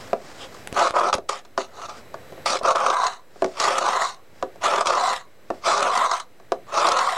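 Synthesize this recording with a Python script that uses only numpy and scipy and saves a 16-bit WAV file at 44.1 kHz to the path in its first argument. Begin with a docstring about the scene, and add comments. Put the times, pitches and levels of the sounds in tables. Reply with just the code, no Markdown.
"""A soft sliding hiss comes first, then the knock of a steel hand scraper set down on thin planking.
Its strokes follow: the edge sticks and slips along the grain, tearing noisy clumps and catching on seams.
The planking lies over a hollow frame in a workshop and colours the rasp differently as the blade travels.
Knocks and faint taps ring the modes of the planks; clicks and light slides are short shaped noise.
Between strokes the room hum (filtered noise) and a thin camera whine (three sines) creep back."""
import sys
import numpy as np
from scipy import signal
from scipy.fft import rfft, irfft, next_fast_len
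from scipy.io import wavfile

SR = 44100
rng = np.random.default_rng(int(sys.argv[2]) if len(sys.argv) > 2 else 0)


def inscribe(sig):
    """Save sig as 16-bit PCM at rate SR to the path in sys.argv[1].

    A 1-D sig is mono; a 2-D sig holds one channel per row.
    Samples are clipped to [-1, 1] before scaling.
    """
    pcm = np.round(np.clip(np.atleast_2d(sig).T, -1, 1) * 32767)
    wavfile.write(sys.argv[1], SR, pcm.astype(np.int16))


N = 316329  # length in samples, about 7.2 s


def amp(db):
    """Turns decibels into a gain."""
    return 10 ** (np.asarray(db) / 20)


def unit(x):
    """Scales a signal to rms 1."""
    return x / np.sqrt(np.mean(x ** 2) + 1e-20)


def read(points, hz):
    """Reads a table at any frequency, in straight lines over log frequency."""
    f, value = np.transpose(points)
    return np.interp(np.log(hz + 1), np.log(f + 1), value)


def add(mix, s, sound):
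    """Mixes a sound in at time s (seconds)."""
    part = mix[max(round(s * SR), 0):][:len(sound)]
    part += sound[:len(part)]


def bell(middle_s, half_s):
    """A smooth swell of height 1."""
    distance = (np.arange(N) / SR - middle_s) / half_s
    return np.exp(-np.minimum(distance ** 2, 50))


def wobble(rate_hz):
    """Smooth random motion of rms 1, mostly slower than the given rate."""
    size = next_fast_len(N, True)
    hz = np.fft.rfftfreq(size, 1 / SR)
    smooth = rfft(rng.standard_normal(size)) / (1 + (hz / rate_hz) ** 4)
    return unit(irfft(smooth, size)[:N])


def colour(x, spectrum, size=4096):
    """Filters with the shape of a spectrum; the filter has unit energy and never sounds ahead of its input."""
    hz = abs(np.fft.fftfreq(size, 1 / SR))
    log_gain = np.log(amp(np.maximum(read(spectrum, hz), -100)))
    # the Hilbert transform gives the phase that puts the energy as early as possible
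    minimum_phase = np.exp(np.conj(signal.hilbert(log_gain)))
    taps = np.fft.ifft(minimum_phase).real[:size // 2]
    return signal.oaconvolve(x, taps / np.linalg.norm(taps))[:N]


# strokes of the blade: (start [s], rise [s], hold [s], release [s], planking level [dB], edge level [dB],
# extra level of the edge's first bite [dB], speed [plank lengths per s])
STROKES = [(0.711, 0.066, 0.087, 0.081, -19, -31.5, 2, .5), (0.92, 0.039, 0.14, 0.018, -20, -38, 2, .5),
           (1.127, 0.0081, 0.014, 0.054, -29.5, -52, -17, .5),
           (1.283, 0.01, 0.063, 0.083, -33, -42.5, 7, .5), (1.57, 0.015, 0.0044, .13, -29, -48, 13, 0.59),
           (1.672, 0.14, 0.043, 0.024, -35, -40.5, -3, .5), (1.872, 0.018, 0.0045, 0.19, -35, -55, 9.5, .5),
           (2.452, .01, .1, 0.031, -22.5, -31.5, 8, .5), (2.616, 0.039, 0.057, 0.042, -17, -34, 0.5, .5),
           (2.73, 0.023, 0.31, 0.16, -22.5, -37, -0.5, 2.66),
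           (3.536, 0.094, 0.39, .18, -21.5, -32.5, 6.5, 1.36),
           (4.606, 0.032, .47, .15, -20.5, -32, 5.5, 1.34), (5.615, 0.059, .46, 0.12, -20, -32.5, 7, 1.55),
           (6.667, .11, 0.31, 0.23, -19, -31.5, 3, 1.6)]
# the blade nearly stops in the middle of a stroke: (time [s], half length [s], depth [dB])
STALLS = [(2.745, 0.0041, 8), (3.801, 0.0068, 10), (3.834, .012, 4.5), (4.839, 0.015, 22),
          (6.092, 0.029, 7), (6.898, 0.0072, 7)]
BITE_S = 0.079  # the fresh edge cuts differently, mostly brighter, for about this long
RISE_DB, RISE_SHAPE = 34.5, 1.39  # the pressure grows by this much as a stroke starts, quickly at first
WOOD_RELEASE_DB, WOOD_RELEASE_SHAPE = 38, 1.15  # as the hand lets go, the planking fades first
EDGE_RELEASE_DB, EDGE_RELEASE_SHAPE = 41, 2.26  # while the edge hisses on until it lifts
CROSSING = 0.17  # plank lengths over which the colour turns from near to far


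def hand():
    """Each stroke bites, holds and lets go: planking gain, edge gain, place from near (0) to far (1)."""
    wood, edge, place = np.zeros((3, N))
    for start, rise, hold, release, wood_db, edge_db, bite_db, speed in STROKES:
        t = np.arange(0, rise + hold + 2 * release, 1 / SR)
        press_db = -RISE_DB * np.maximum(1 - t / rise, 0) ** RISE_SHAPE
        lift = np.maximum(t - rise - hold, 0) / release
        fresh = np.exp(-(np.maximum(t - rise, 0) / BITE_S) ** 2)
        wood_fade_db = WOOD_RELEASE_DB * lift ** WOOD_RELEASE_SHAPE
        edge_fade_db = EDGE_RELEASE_DB * lift ** EDGE_RELEASE_SHAPE
        add(wood, start, amp(wood_db + press_db - wood_fade_db))
        add(edge, start, amp(edge_db + press_db + bite_db * fresh - edge_fade_db))
        # the colour turns around the middle of the plank
        add(place, start, np.clip((speed * t - .5) / CROSSING + .5, 0, 1))
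    moving = amp(-sum(depth_db * bell(s, half_s) for s, half_s, depth_db in STALLS))
    return wood * moving, edge * moving, np.minimum(place, 1)


def stick_slip(slips_hz=170, uneven=.4, release=1.0, drag=0.62, grain_db=2.0, grain_hz=65):
    """Friction builds and lets go in uneven slips; harder and softer fibres vary their size."""
    turns = np.cumsum(slips_hz * np.exp(uneven * wobble(slips_hz))) / SR
    slip = np.exp(-(turns % 1) / release)  # jumps up, then dies away within each turn
    return unit((drag + slip) * amp(grain_db * wobble(grain_hz)))


def flexing(force, ring_s, share, shift_hz, size=1024, count=4):
    """Waves bounce briefly in a thin plate; its resonances shift as the hand moves and bends it."""
    echoes = rng.standard_normal((count, size)) * np.exp(-np.arange(size) / SR / ring_s)
    echoes /= np.linalg.norm(echoes, axis=1, keepdims=True)
    # blend several random echo patterns, with drifting weights of steady total power
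    flex = np.array([wobble(shift_hz) for _ in range(count)])
    weights = flex / np.linalg.norm(flex, axis=0)
    echoed = signal.oaconvolve(force[None], echoes, axes=1)[:, :N]
    ring = (weights * echoed).sum(0)
    return (force + share * ring) / np.hypot(1, share)


def blade(force):
    """The steel rings only briefly: the fingers damp it within a few milliseconds."""
    return flexing(force, ring_s=0.0013, share=0.77, shift_hz=10.2)


def along_plank(force, place, near, far):
    """The colour turns from near to far as the blade travels."""
    return (1 - place) * colour(force, near) + place * colour(force, far)


# colour of the planking at both ends of a stroke: (frequency [Hz], relative level [dB per Hz])
WOOD_NEAR = [(59, -71), (100, -32.5), (253, -19.5), (301, -26.5), (350, -8), (461, -9), (571, 2),
             (655, -3.5), (707, 2), (762, -5.5), (1260, 3.5), (1580, -14.5), (2000, -25.5), (2600, -20),
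             (4400, -120)]
WOOD_FAR = [(59, -76), (100, -36), (253, -20), (313, -36), (378, -11), (616, -4.5), (752, 6.5), (853, -3.5),
            (1020, 11), (1200, 5.5), (1460, -3.5), (1600, -5), (1720, -21), (2000, -7.5), (2600, -31.5),
            (4400, -120)]
# colour of the steel edge at both ends of a stroke: (frequency [Hz], relative level [dB per Hz])
EDGE_NEAR = [(900, -37), (1700, 1), (2250, 3.5), (2900, 1.5), (3400, 0.5), (4500, 0), (6200, -2),
             (7900, -8), (9200, -14), (11000, -22.5), (15000, -50)]
EDGE_FAR = [(1000, -37), (1700, -0.5), (2020, 0), (2380, -9), (2810, -4.5), (3400, -7), (3970, 2.5),
            (4850, -10.5), (6550, -6.5), (9010, -13.5), (9510, -26.5), (10800, -23.5), (15000, -42)]


def scrape(wood_gain, edge_gain, place, wood_db=0, edge_db=0.0, tear_db=2, tear_hz=1400):
    """Each slip tears a clump of fibres, which shakes the planking and the steel edge."""
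    slips = stick_slip()
    push = flexing(slips * rng.standard_normal(N), ring_s=0.0064, share=0.38, shift_hz=7.5)
    tearing = unit(slips * amp(tear_db * wobble(tear_hz)) * rng.standard_normal(N))
    wood = along_plank(push * wood_gain, place, WOOD_NEAR, WOOD_FAR)
    edge = along_plank(blade(tearing) * edge_gain, place, EDGE_NEAR, EDGE_FAR)
    return amp(wood_db) * wood + amp(edge_db) * edge


# colour of a snap, also used by the splinters: (frequency [Hz], relative level [dB per Hz])
SNAP = [(900, -5), (2000, 2.5), (3600, 5), (6300, 3.5), (8800, -3.5), (11000, -20), (13000, -30),
        (16000, -53)]
# the edge catches on a seam or a hard fibre: (time [s], relative snap level [dB],
# relative level of the thud in the planking [dB])
CATCHES = [(0.5428, -38, -32.5), (0.9394, -36, -14.5), (0.9654, -28.5, -7), (1.128, -16.5, -7.5),
           (1.1388, -12, -9), (1.291, -15, -11), (1.45, -40, -34), (2.459, -19, -13), (2.589, -27, -40),
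           (2.706, -20, -19), (2.757, -17, -11), (2.8631, -15.5, -6), (2.9007, -18, -11),
           (3.0662, -16, -37), (3.5997, -11, -28), (3.7817, -11.5, -19), (3.887, -20.5, -14),
           (4.0248, -24, -28), (4.8079, -17, -10), (4.857, -20.5, -13.5), (4.8693, -14, -28),
           (5.8252, -14, -13), (5.952, -16, -18), (5.974, -14.5, -10), (6.113, -16.5, -11),
           (6.1992, -22, -22), (6.8867, -13, -14), (6.9177, -14.5, -20), (6.989, -15, -10)]


def catches(place, snap_db=-8, thud_db=-5, length_s=0.0068):
    """A caught edge snaps free in a short noise burst and thuds in the planking."""
    snap, thud, t = np.zeros(N), np.zeros(N), np.arange(SR // 20) / SR
    for s, db, wood_db in CATCHES:
        burst = np.exp(-(t / length_s) ** 2) * rng.standard_normal((2, len(t)))
        add(snap, s, amp(db) * burst[0])
        add(thud, s, amp(wood_db) * burst[1])
    steel = colour(blade(snap), SNAP)
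    wood = along_plank(thud, place, WOOD_NEAR, WOOD_FAR)
    return amp(snap_db) * steel + amp(thud_db) * wood


def splinters(edge_gain, per_s=22, splinter_db=-2, spread_db=3, length_s=0.0041):
    """Small fibres break at random under the moving edge, each in a short bright burst."""
    sizes = amp(spread_db * np.minimum(rng.exponential(1, N), 2))
    breaks = (rng.random(N) < per_s / SR) * sizes
    t = np.arange(SR // 40) / SR
    bursts = signal.oaconvolve(breaks, np.exp(-(t / length_s) ** 2))[:N]
    force = edge_gain * bursts * rng.standard_normal(N)
    return amp(splinter_db) * colour(blade(force), SNAP)


# modes (natural tones) of the planking: (frequency [Hz], relative level [dB], time to fall by 60 dB [s])
PLANK_MODES = [(247, -14, 0.029), (367, -13.5, .11), (415, -18.5, 0.092), (448.6, -11.5, 0.047),
               (564, -4.5, 0.031), (681, -1, 0.029), (951, -10, 0.033), (1151, -0.5, 0.016),
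               (1416, -11.5, 0.027), (1691, -16, 0.043), (2350, -29, 0.0055)]


def plank_ring(pitch_hz, octaves=1.0, contact_s=0.0014):
    """One blow of peak 1 rings the plank modes, favouring those near one pitch."""
    t = np.arange(SR // 4) / SR
    hz, db, t60 = np.transpose(PLANK_MODES)[:, :, None]
    weight = amp(db) / (1 + (np.log2(hz / pitch_hz) / octaves) ** 2)
    detune = 1 + 0.038 * rng.standard_normal(hz.shape)  # every blow rings slightly differently
    turns = hz * t * detune + rng.random(hz.shape)
    ring = (weight * amp(-60 * t / t60) * np.sin(2 * np.pi * turns)).sum(0)
    ring = ring * (1 - np.exp(-t / contact_s))  # soft onset
    return ring / abs(ring).max()


# knocks of the blade set down, and faint handling taps on the wood: (time [s], relative peak level [dB],
# favoured pitch [Hz], relative tick level [dB], rebound level against the main blow [dB])
KNOCKS = [(0.131, -12, 570, -33, -10), (1.182, -25.5, 500, -38, -13), (1.577, -15, 1030, -28, -9),
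          (2.142, -25, 1280, -41.5, -14), (2.323, -35, 520, -50, -13), (2.377, -37, 447, -63, -20),
          (2.612, -24.5, 603, -60, -20), (3.359, -39, 493, -60, -22), (3.421, -13, 610, -30.5, -7),
          (3.444, -16.5, 710, -27, -5), (3.461, -24.5, 345, -41, -21), (4.426, -17, 945, -31.5, -3.5),
          (4.558, -40, 514, -55, -15), (5.503, -19, 774, -38.5, -3.5), (6.399, -41.5, 1100, -56, -9.5),
          (6.5199, -13.5, 750, -27, -19)]
REBOUND_S, REBOUND_PITCH = 0.007, 0.32  # a second blow follows this much later, duller by this ratio


def knocks(wood_db=5.5, tick_db=4, tick_s=0.0024):
    """Each knock or faint tap ticks, rings the planking and rebounds once with a duller blow."""
    wood, ticks, t = np.zeros(N), np.zeros(N), np.arange(SR // 4) / SR
    for s, peak_db, pitch_hz, bright_db, rebound_db in KNOCKS:
        add(wood, s, amp(peak_db) * plank_ring(pitch_hz))
        add(wood, s + REBOUND_S, amp(peak_db + rebound_db) * plank_ring(pitch_hz * REBOUND_PITCH))
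        add(ticks, s, amp(bright_db) * np.exp(-t / tick_s) * rng.standard_normal(len(t)))
    return amp(wood_db) * wood + amp(tick_db) * colour(ticks, EDGE_NEAR)


# the corner of the blade clicks on the wood: (time [s], level [dB])
CLICKS = [(0.674, -16.5), (0.727, -17), (0.908, -16), (1.152, -13), (2.634, -20)]
# colour of a click: (frequency [Hz], relative level [dB per Hz])
CLICK_COLOUR = [(500, 14), (2500, 5.5), (7000, -5), (9500, 3), (11000, -12), (14000, -27)]


def clicks(click_db=0, decay_s=0.00073):
    """Bare steel touching hard wood gives a tiny click, a very short burst of noise."""
    force, t = np.zeros(N), np.arange(SR // 50) / SR
    for s, db in CLICKS:
        add(force, s, amp(db) * np.exp(-t / decay_s) * rng.standard_normal(len(t)))
    return amp(click_db) * colour(force, CLICK_COLOUR)


# light sliding of blade and fingers between strokes: (middle [s], half length [s], relative level [dB])
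GLIDES = [(0.03, 0.097, -42), (0.3, 0.1, -42.5), (0.428, 0.037, -39), (0.577, 0.099, -47),
          (1.98, 0.034, -43), (3.498, .14, -46.5), (4.396, 0.057, -53.5), (5.55, 0.073, -52.5)]
# colour of light sliding: (frequency [Hz], relative level [dB per Hz])
SLIDE_COLOUR = [(200, -16), (500, -11.5), (1500, -14.5), (2700, -22.5), (4000, -23), (5100, -20),
                (6200, -25.5), (7200, -24), (9500, -33.5), (13000, -62)]


def slides(slide_db=-1.5, uneven_db=1.5):
    """Barely pressed, steel and skin only hiss over the wood."""
    touch = sum(amp(db) * bell(s, half_s) for s, half_s, db in GLIDES)
    hiss = touch * amp(uneven_db * wobble(60)) * rng.standard_normal(N)
    return amp(slide_db) * colour(hiss, SLIDE_COLOUR)


def swish(at_s=0.427, half_s=0.032, swish_db=-41, centre_hz=3250, width_hz=700):
    """The edge skims the wood once with a soft, narrow hiss."""
    edges_hz = [centre_hz - width_hz / 2, centre_hz + width_hz / 2]
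    band = signal.butter(2, edges_hz, "band", fs=SR, output="sos")
    return amp(swish_db) * bell(at_s, half_s) * unit(signal.sosfilt(band, rng.standard_normal(N)))


# ring of the frame and the room: (frequency [Hz], time to fall by 60 dB [s])
RING = [(150, 0.29), (400, 0.24), (1200, 0.12), (4000, 0.12), (12000, 0.096)]


def ring_out(x, ring_db=-13, size=256):
    """Dense reflections in the frame and the room, each band dying at its own speed."""
    late_noise = rng.standard_normal(SR // 2) * (np.arange(SR // 2) > size)
    hz, t, bands = signal.stft(late_noise, SR, nperseg=size)
    decay = amp(-60 * t / read(RING, hz)[:, None])
    tail = signal.istft(bands * decay, SR, nperseg=size)[1]
    return x + amp(ring_db) * signal.fftconvolve(x, tail / np.linalg.norm(tail))[:N]


# colour of the room hum: (frequency [Hz], relative level [dB per Hz])
HUM = [(30, -12.5), (90, 3.5), (250, -1), (500, 3.5), (1000, -8), (2000, -7.5), (3200, -16), (6000, -21.5),
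       (9500, -26.5), (14000, -30)]
# whine of the camera, before loud work lowers it: (frequency [Hz], rms level [dB])
WHINE = [(3935, -65), (7866, -70), (11793, -68)]


def background(work, hum_db=-44.0, knee_db=-31, duck=1.32, sense_s=0.15, recover_db=9):
    """Hum and whine sink as sustained loud work pulls their gain down, then creep back."""
    t = np.arange(N) / SR
    whine = sum(amp(db) * np.sqrt(2) * np.sin(2 * np.pi * hz * t) for hz, db in WHINE)
    hum = amp(hum_db) * colour(rng.standard_normal(N), HUM)
    keep = np.exp(-1 / (sense_s * SR))
    work_power = signal.lfilter([1 - keep], [1, -keep], work ** 2)
    work_db = 10 * np.log10(work_power + 1e-12)
    # the held level follows rises but falls by no more than recover_db per second
    held_db = np.maximum.accumulate(work_db + recover_db * t) - recover_db * t
    return (hum + whine) * amp(-duck * np.maximum(held_db - knee_db, 0))


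def scene():
    """All of the work happens straight ahead, so both channels hear it alike."""
    wood_gain, edge_gain, place = hand()
    cutting = scrape(wood_gain, edge_gain, place) + splinters(edge_gain) + catches(place)
    work = ring_out(cutting + knocks() + clicks() + slides() + swish())
    return np.tile(work + background(work), (2, 1))


def record(dry, hiss_db=-68, offset=0.0048, ceiling=.48, cut_hz=16000):
    """The input rounds off the highest peaks and adds faint hiss and an offset; then the band limit."""
    rounded = dry / (1 + (dry / ceiling) ** 4) ** (1 / 4)
    noisy = rounded + offset + amp(hiss_db) * rng.standard_normal(dry.shape)
    low_pass = signal.firwin(511, cut_hz, window=("kaiser", 9), fs=SR)
    return signal.oaconvolve(noisy, low_pass[None], "same")


dry = scene()
out = record(dry)
inscribe(out)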